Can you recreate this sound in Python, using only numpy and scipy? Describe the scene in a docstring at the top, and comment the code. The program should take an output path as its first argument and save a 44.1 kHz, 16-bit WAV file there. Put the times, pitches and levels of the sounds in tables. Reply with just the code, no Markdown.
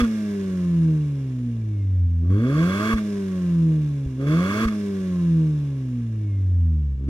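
"""A rasp at high revs, cut short by a thud: a parked four-cylinder car at night, with the stereo
microphone just behind its sports exhaust. The engine coasts down, is blipped twice more and is just
picking up again at the end. On each blip the gas jet tears into noise at the tailpipe, and the throttle
shuts with a thud. The falling firing note booms as it slides through the pipe's resonances, while
valves and belts clatter and whine faintly from the engine bay."""
import sys
import numpy as np
from scipy.fft import rfft, irfft, next_fast_len
from scipy.io import wavfile
from scipy.ndimage import map_coordinates

SR = 44100
rng = np.random.default_rng(int(sys.argv[2]) if len(sys.argv) > 2 else 0)


def file_out(sig):
    """Save sig as 16-bit WAV at sys.argv[1]."""
    # one column per channel
    cols = np.atleast_2d(sig).T
    # limit, then scale
    lim = np.clip(cols, -1, 1)
    pcm = np.round(lim * 32767).astype(np.int16)
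    wavfile.write(sys.argv[1], SR, pcm)


N = 312669

# engine speed: (time [s], firing rate [Hz])
ENGINE_SPEED = [(0.0, 240.2), (0.03, 239.5), (0.06, 224.6), (0.55, 183.6), (1.25, 132.4), (2.05, 86.2),
                (2.24, 83.1), (2.36, 101.3), (2.7, 186.5), (2.85, 216.3), (2.93, 226.2), (3.0, 212.6),
                (3.55, 168.9), (4.15, 128.2), (4.26, 141.6), (4.5, 198.9), (4.64, 226.4), (4.72, 211.9),
                (5.35, 162.9), (6.05, 115.2), (6.97, 65.8), (7.09, 69.2)]
# pedal blips, the first under way and the last just starting: (fuel returns [s], its thud [dB],
# first touch [0-1], throttle opens [s], opens to [0-1], throttle shuts [s])
PEDAL_BLIPS = [(-.6, -30, .3, -.4, .9, .017), (2.065, -27, .33, 2.292, .77, 2.937),
               (4.062, -13.5, .63, 4.262, .97, 4.654), (6.957, -27, .3, 7.075, .9, 7.5)]
# tailpipe spits around the shutting of the throttle: (time [s], level [dB], half-width [s])
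TAILPIPE_SPITS = [(.005, -28.5, .003), (0.045, -37, 0.008), (2.982, -37, .01), (4.685, -32.5, 0.004),
                  (4.722, -47, 0.021)]
# broad spectrum of the tailpipe jet: (frequency [Hz], relative level [dB])
RASP_SPECTRUM = [(400, -25), (800, -34), (1000, -14.5), (1300, -6.5), (1900, -14.5), (2700, -15.5),
                 (3050, -23.5), (4000, -27.5), (6000, -26), (8000, -33), (11000, -33.5), (15000, -39.5)]
# cross resonances of the tailpipe: (centre [Hz], width [Hz], relative level [dB])
RASP_RESONANCES = [(1125, 110, 1), (1215, 90, 0), (1420, 110, -7), (1605, 130, -2), (2200, 150, -4),
                   (3370, 170, -9), (4450, 200, -19)]
# firing note and its octave entering the pipe: (firing rate [Hz], coasting [dB], under throttle [dB])
NOTE_LEVELS = [(70, -23.5, -23), (86, -23.5, -21), (97, -22.7, -17.6), (122, -24, -20.7),
               (150, -22.8, -18.8), (170, -22.5, -20), (193, -23.5, -23.3), (210, -22, -23.8),
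               (225, -22.3, -21)]
OCTAVE_LEVELS = [(75, -32.5, -28), (86, -42, -31), (97, -40, -24.5), (120, -33, -21.5), (155, -36.3, -27),
                 (182, -36, -35), (204, -37.8, -39), (213, -47, -36), (230, -41, -34)]
# overtones and half orders ahead of the silencer: (multiple [x firing rate], coasting [dB], throttle [dB])
ENGINE_ORDERS = [(.5, -44, -39.5), (1.5, -50.5, -45), (2.5, -54, -47.5), (3, -47, -35), (3.5, -56.5, -47.5),
                 (4, -55.5, -35.5), (4.5, -62.5, -52), (5, -64, -41.5), (5.5, -66, -55), (6, -64, -47),
                 (7, -69.5, -56)]
# what the silencer lets through: (frequency [Hz], gain [dB])
SILENCER = [(25, -27.5), (45, 6), (70, 3.5), (170, 2), (235, 6.5), (310, 10), (470, -1), (640, -6),
            (790, -22.5), (1130, -17), (1500, -29.5), (2500, -48)]
# broad spectrum of valves and belts: (frequency [Hz], relative level [dB])
CLATTER_SPECTRUM = [(440, -2), (750, -12), (930, -13), (1300, -10.5), (1900, -9), (2500, -11.5),
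                    (3100, -15), (3900, -13.5), (4650, -18.5), (5300, -16), (6300, -17.5), (8000, -22.5),
                    (10300, -24), (13000, -27.5), (15500, -38)]
# resonances of the engine bay: (centre [Hz], width [Hz], relative level [dB])
BAY_RESONANCES = [(1100, 160, -7), (1650, 220, -5), (2280, 180, -11), (2790, 170, -7.5), (3500, 400, -14),
                  (5400, 400, -20), (6400, 300, -22)]
# engine-driven tones, each with its resonance:
# (multiple [x firing rate], centre [Hz], half-width [Hz], level [dB])
WHINE_TONES = [(6, 1100, 75, -49.5), (6, 860, 100, -66), (5, 1000, 35, -58), (7, 1200, 90, -64),
               (8, 1600, 120, -61), (9, 1650, 150, -63), (21.3, 2180, 150, -64), (25.4, 5200, 120, -61),
               (57, 11000, 500, -76)]
# how alike tailpipe and bay arrive at the two microphone ports: (frequency [Hz], likeness [0-1])
PIPE_LIKENESS = [(900, .8), (1150, .97), (1650, .93), (2200, .85), (2600, .6), (3400, .75), (4200, .35),
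                 (8000, .12)]
BAY_LIKENESS = [(800, .55), (1080, .88), (1300, .55), (1700, .73), (3400, .6), (5500, .28), (9000, .12)]
# path difference to the ports: (frequency [Hz], left lead [rad])
PIPE_LEFT_LEAD = [(100, 0), (260, .13), (390, .65), (480, 0), (850, .2), (1250, .95), (1450, 1.7),
                  (1800, 1.8), (2300, 2.8), (2700, 4.6), (3400, 5.6), (4400, 9)]
BAY_LEFT_LEAD = [(1150, -.1), (1400, -1.2), (1950, -1.8), (2300, -.5), (3300, 0), (4300, 2.8), (5800, 1.1),
                 (7000, 2.4)]
# shadow of the camera body on the ports: (frequency [Hz], left minus right [dB])
PIPE_BALANCE = [(100, 0), (220, -.5), (330, -2.3), (420, 3.5), (700, -6), (950, -.5), (1300, -5),
                (1900, -5), (2700, 2), (3500, -3), (4500, -8), (10000, -8), (13000, -2.5)]
BAY_BALANCE = [(1200, 0), (1650, -2), (2000, -6.5), (3500, 3), (5500, -9), (10500, -8.5), (13000, -3)]

TOUCH_S, TOUCH_RISE_S, OPEN_S = .09, .04, .01  # the pedal is touched TOUCH_S before it snaps open
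FLOOR_AFTER_S, FLOOR_S = .12, .15  # then it is pushed the rest of the way
SHUT_S, LEFT_OVER, EMPTY_S = .009, .3, .055  # the flap shuts; the share of air left in the manifold drains
SURGE_DB, SURGE_DELAY_S, SURGE_S = 3.5, .022, .02  # the note rebounds just after the throttle shuts
IDLE_DB = -2.7  # the firing note softens from the fuel's return until the throttle opens


def amp(db):
    """Decibels to gain."""
    return 10 ** (np.asarray(db) / 20)


def unit(x):
    """Scale to rms 1."""
    return x / np.sqrt(np.mean(x ** 2) + 1e-20)


def along(points, hz):
    """(frequency [Hz], value) points read on a log axis."""
    knots_hz, values = np.transpose(points)
    return np.interp(np.log(hz + 1), np.log(knots_hz + 1), values)


def wobble(rate):
    """A smooth random curve, rate knots a second."""
    return map_coordinates(rng.standard_normal(int(N * rate / SR) + 4), [np.arange(N) * rate / SR])


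def filtered(x, response):
    """Pass x through a complex frequency response."""
    size = next_fast_len(N + SR // 2)
    return irfft(rfft(x, size) * response(np.fft.rfftfreq(size, 1 / SR)), size)[..., :N]


def colour(spectrum, modes, hz):
    """Gain of a broad spectrum with resonance peaks standing on it."""
    peaks = sum(amp(db) ** 2 / (1 + (2 * (hz - centre) / width) ** 2) ** 2 for centre, width, db in modes)
    return np.sqrt(amp(along(spectrum, hz)) ** 2 + peaks)


def brightened(noise, octaves, corner_hz, slope_db):
    """The treble changes by slope_db for each doubling of engine speed."""
    treble = filtered(noise, lambda hz: hz ** 2 / (hz ** 2 + corner_hz ** 2))
    return noise + treble * (amp(slope_db * octaves) - 1)


def by_speed(rows, firing_hz, throttle):
    """Gain at this speed, between coasting and full throttle."""
    hz, coast_db, load_db = np.transpose(rows)
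    coast, load = amp(np.interp(firing_hz, hz, coast_db)), amp(np.interp(firing_hz, hz, load_db))
    return coast + (load - coast) * throttle


def at_microphone(sound, lead, balance):
    """Path difference and the shadow of the camera body set the left port against the right."""
    sides = np.array([[.5], [-.5]])
    return filtered(sound, lambda hz: amp(sides * along(balance, hz)) * np.exp(1j * sides * along(lead, hz)))


def scattered_at_microphone(pair, likeness, lead, balance):
    """Left and right, of rms 1, from a pair of direct sound and its scattered part."""
    angle = lambda hz: np.arccos(np.clip(along(likeness, hz), 0, 1)) / 2
    mid, side = filtered(pair, lambda hz: np.array([np.cos(angle(hz)), np.sin(angle(hz))]))
    return unit(at_microphone(np.array([mid + side, mid - side]), lead, balance))


def pedal():
    """The pedal sets engine load [0-1], jet strength [0-1] and the firing note's dip and rebound [dB]."""
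    t = np.arange(N) / SR
    throttle, jet, change_db = np.zeros((3, N))
    ramp = lambda start, length: np.clip((t - start) / length, 0, 1)
    fade = lambda start, length: np.exp(-np.maximum(t - start, 0) / length)
    for fuel, _, touch, opens, share, shuts in PEDAL_BLIPS:
        press = touch * ramp(opens - TOUCH_S, TOUCH_RISE_S)
        press += (share - touch) * ramp(opens, OPEN_S)
        press += (1 - share) * ramp(opens + FLOOR_AFTER_S, FLOOR_S)
        release = (1 - (1 - LEFT_OVER) * ramp(shuts, SHUT_S)) * fade(shuts, EMPTY_S)
        throttle += press * release
        jet += press ** 2 * release  # the jet only tears once the flap is well open
        change_db += IDLE_DB * ramp(fuel, OPEN_S) * (1 - ramp(opens - TOUCH_RISE_S, TOUCH_RISE_S))
        rebound = shuts + SURGE_DELAY_S
        change_db += SURGE_DB * ramp(rebound - SHUT_S, SHUT_S) * fade(rebound, SURGE_S)
    return throttle, jet, change_db


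def tailpipe_rasp(octaves, phase, strength, level_db=-29.7, speed_db=11.5, sputter_db=.9):
    """Close to the microphone the jet tears into noise, puffing with each firing and growing with speed."""
    t = np.arange(N) / SR
    spits = sum(amp(db) * np.exp(-.5 * ((t - at) / width) ** 2) for at, db, width in TAILPIPE_SPITS)
    puffs = amp(np.cos(phase) + np.cos(phase / 2) + sputter_db * wobble(450))
    jet = brightened(puffs * rng.standard_normal((2, N)), octaves, corner_hz=5000, slope_db=-.5)
    jet = filtered(jet, lambda hz: colour(RASP_SPECTRUM, RASP_RESONANCES, hz))
    jet = scattered_at_microphone(jet, PIPE_LIKENESS, PIPE_LEFT_LEAD, PIPE_BALANCE)
    return jet * (strength * amp(level_db + speed_db * octaves) + spits)


def pipe(hz, echo, spacing_hz=77.7, offset_hz=7, loss_hz=1300):
    """Waves bouncing between the pipe's ends make evenly spaced resonances, weaker towards the treble."""
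    round_trip = np.exp(-hz / loss_hz - 2j * np.pi * (hz - offset_hz) / spacing_hz)
    return 1 / (1 - echo * round_trip)


def exhaust_note(firing_hz, phase, throttle, change_db, coast_echo=.55, load_echo=.3, hot_hz=7,
                 coast_rough=.13, load_rough=.3, uneven_db=10, notch_hz=358, notch_db=-14, octave_rad=.9):
    """The firing pulses sound as a stack of orders sliding through the pipe's resonances."""
    echo = coast_echo + (load_echo - coast_echo) * throttle  # fast flow damps the pipe
    ring = lambda hz: pipe(hz - hot_hz * throttle, echo)  # hot gas raises its resonances
    rough = coast_rough + (load_rough - coast_rough) * throttle
    note = by_speed(NOTE_LEVELS, firing_hz, throttle) * amp(change_db) * np.abs(ring(firing_hz))
    out = note * (1 + .12 * rough * wobble(70)) * np.cos(phase)
    octave = by_speed(OCTAVE_LEVELS, firing_hz, throttle) * ring(2 * firing_hz)
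    out += (1 + .5 * rough * wobble(70)) * np.real(octave * np.exp(1j * (2 * phase + octave_rad)))
    for order, coast_db, load_db in ENGINE_ORDERS:
        hz = order * firing_hz
        gain = amp(coast_db) + (amp(load_db) - amp(coast_db)) * throttle
        # a silencer chamber cancels one band
        notch = amp(notch_db * (1 - .65 * throttle) / (1 + ((hz - notch_hz) / 48) ** 2))
        gain *= amp(along(SILENCER, hz)) * notch
        if order % 1:  # half orders: the cylinders differ more at high speed
            gain *= amp(uneven_db * np.log2(firing_hz / 180))
        flutter = 1 + rough * (wobble(60) + 1j * wobble(60))
        out += gain * np.real(flutter * ring(hz) * np.exp(1j * order * phase))
    return np.sqrt(2) * out


def gas_flow(octaves, throttle, coast_db=-48.5, load_db=-39.5, speed_db=5, low_cut_hz=240):
    """Turbulent gas rumbles in the same pipe and silencer."""
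    exhaust = lambda hz: pipe(hz, echo=.25) * amp(along(SILENCER, hz)) * hz / np.hypot(hz, low_cut_hz)
    rumble = unit(filtered(rng.standard_normal(N), exhaust))
    return rumble * (amp(coast_db) + amp(load_db) * throttle) * amp(speed_db * octaves)


def engine_bay(octaves, phase, level_db=-47, speed_db=14, floor_db=-67.8, repeating=.7, tick_db=1.1):
    """Farther off, valves and belts hiss and clatter, louder with speed; part repeats every two firings."""
    knots = 512
    position = (phase / (4 * np.pi)) % 1 * knots
    shapes = rng.standard_normal((2, knots))
    pattern = np.array([np.interp(position, np.arange(knots), shape, period=knots) for shape in shapes])
    noise = repeating * 2 ** octaves * unit(pattern) + rng.standard_normal((2, N))
    noise *= amp(tick_db * wobble(250))
    noise = brightened(noise, octaves, corner_hz=7000, slope_db=.5)
    clatter = filtered(noise, lambda hz: colour(CLATTER_SPECTRUM, BAY_RESONANCES, hz))
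    clatter = scattered_at_microphone(clatter, BAY_LIKENESS, BAY_LEFT_LEAD, BAY_BALANCE)
    return clatter * (amp(level_db + speed_db * octaves) + amp(floor_db))


def whine(firing_hz, phase, waver=.045, flutter_db=3):
    """Parts turning with the engine sing briefly as their tones slide through resonances."""
    out = np.zeros(N)
    for multiple, centre_hz, half_width_hz, db in WHINE_TONES:
        flutter = (wobble(9.5) + wobble(50)) / np.sqrt(2)
        resonance = 1 / (1 + ((multiple * firing_hz - centre_hz) / half_width_hz) ** 2)
        tone = np.sin(multiple * (phase + waver * wobble(50)))
        out += amp(db + flutter_db * flutter) * resonance * tone
    return out


def thuds(shut_db=-9, shut_hz=56.5, fuel_hz=70, t60_s=.079, attack_s=.00067, low_cut_hz=55):
    """A jump in load sends one low surge down the pipe, whose mouth radiates little of the deepest part."""
    out = np.zeros(N)
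    for fuel, fuel_db, *_, shuts in PEDAL_BLIPS:
        for start, db, hz in (fuel, fuel_db, fuel_hz), (shuts, shut_db, shut_hz):
            age = np.clip(np.arange(N) / SR - start, 0, 1)
            envelope = amp(db - 60 * age / t60_s) * (1 - np.exp(-age / attack_s))
            out += envelope * np.sin(2 * np.pi * hz * age)
    return filtered(out, lambda hz: 1j * hz / (1j * hz + low_cut_hz))


def scene():
    """Tailpipe up close and engine bay beyond it, driven by engine speed and pedal."""
    firing_hz = np.interp(np.arange(N) / SR, *np.transpose(ENGINE_SPEED))
    throttle, jet, change_db = pedal()
    phase = 2 * np.pi * np.cumsum(firing_hz) / SR
    octaves = np.log2(firing_hz / 200)  # engine speed, in doublings from a firing rate of 200 Hz
    boom = exhaust_note(firing_hz, phase, throttle, change_db) + gas_flow(octaves, throttle) + thuds()
    tailpipe = at_microphone(boom, PIPE_LEFT_LEAD, PIPE_BALANCE) + tailpipe_rasp(octaves, phase, jet)
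    bay = engine_bay(octaves, phase) + at_microphone(whine(firing_hz, phase), BAY_LEFT_LEAD, BAY_BALANCE)
    return tailpipe + bay


def record(dry, top_hz=15700):
    """The camera keeps nothing above its band limit."""
    return filtered(dry, lambda hz: hz < top_hz)


dry = scene()
out = record(dry)
file_out(out)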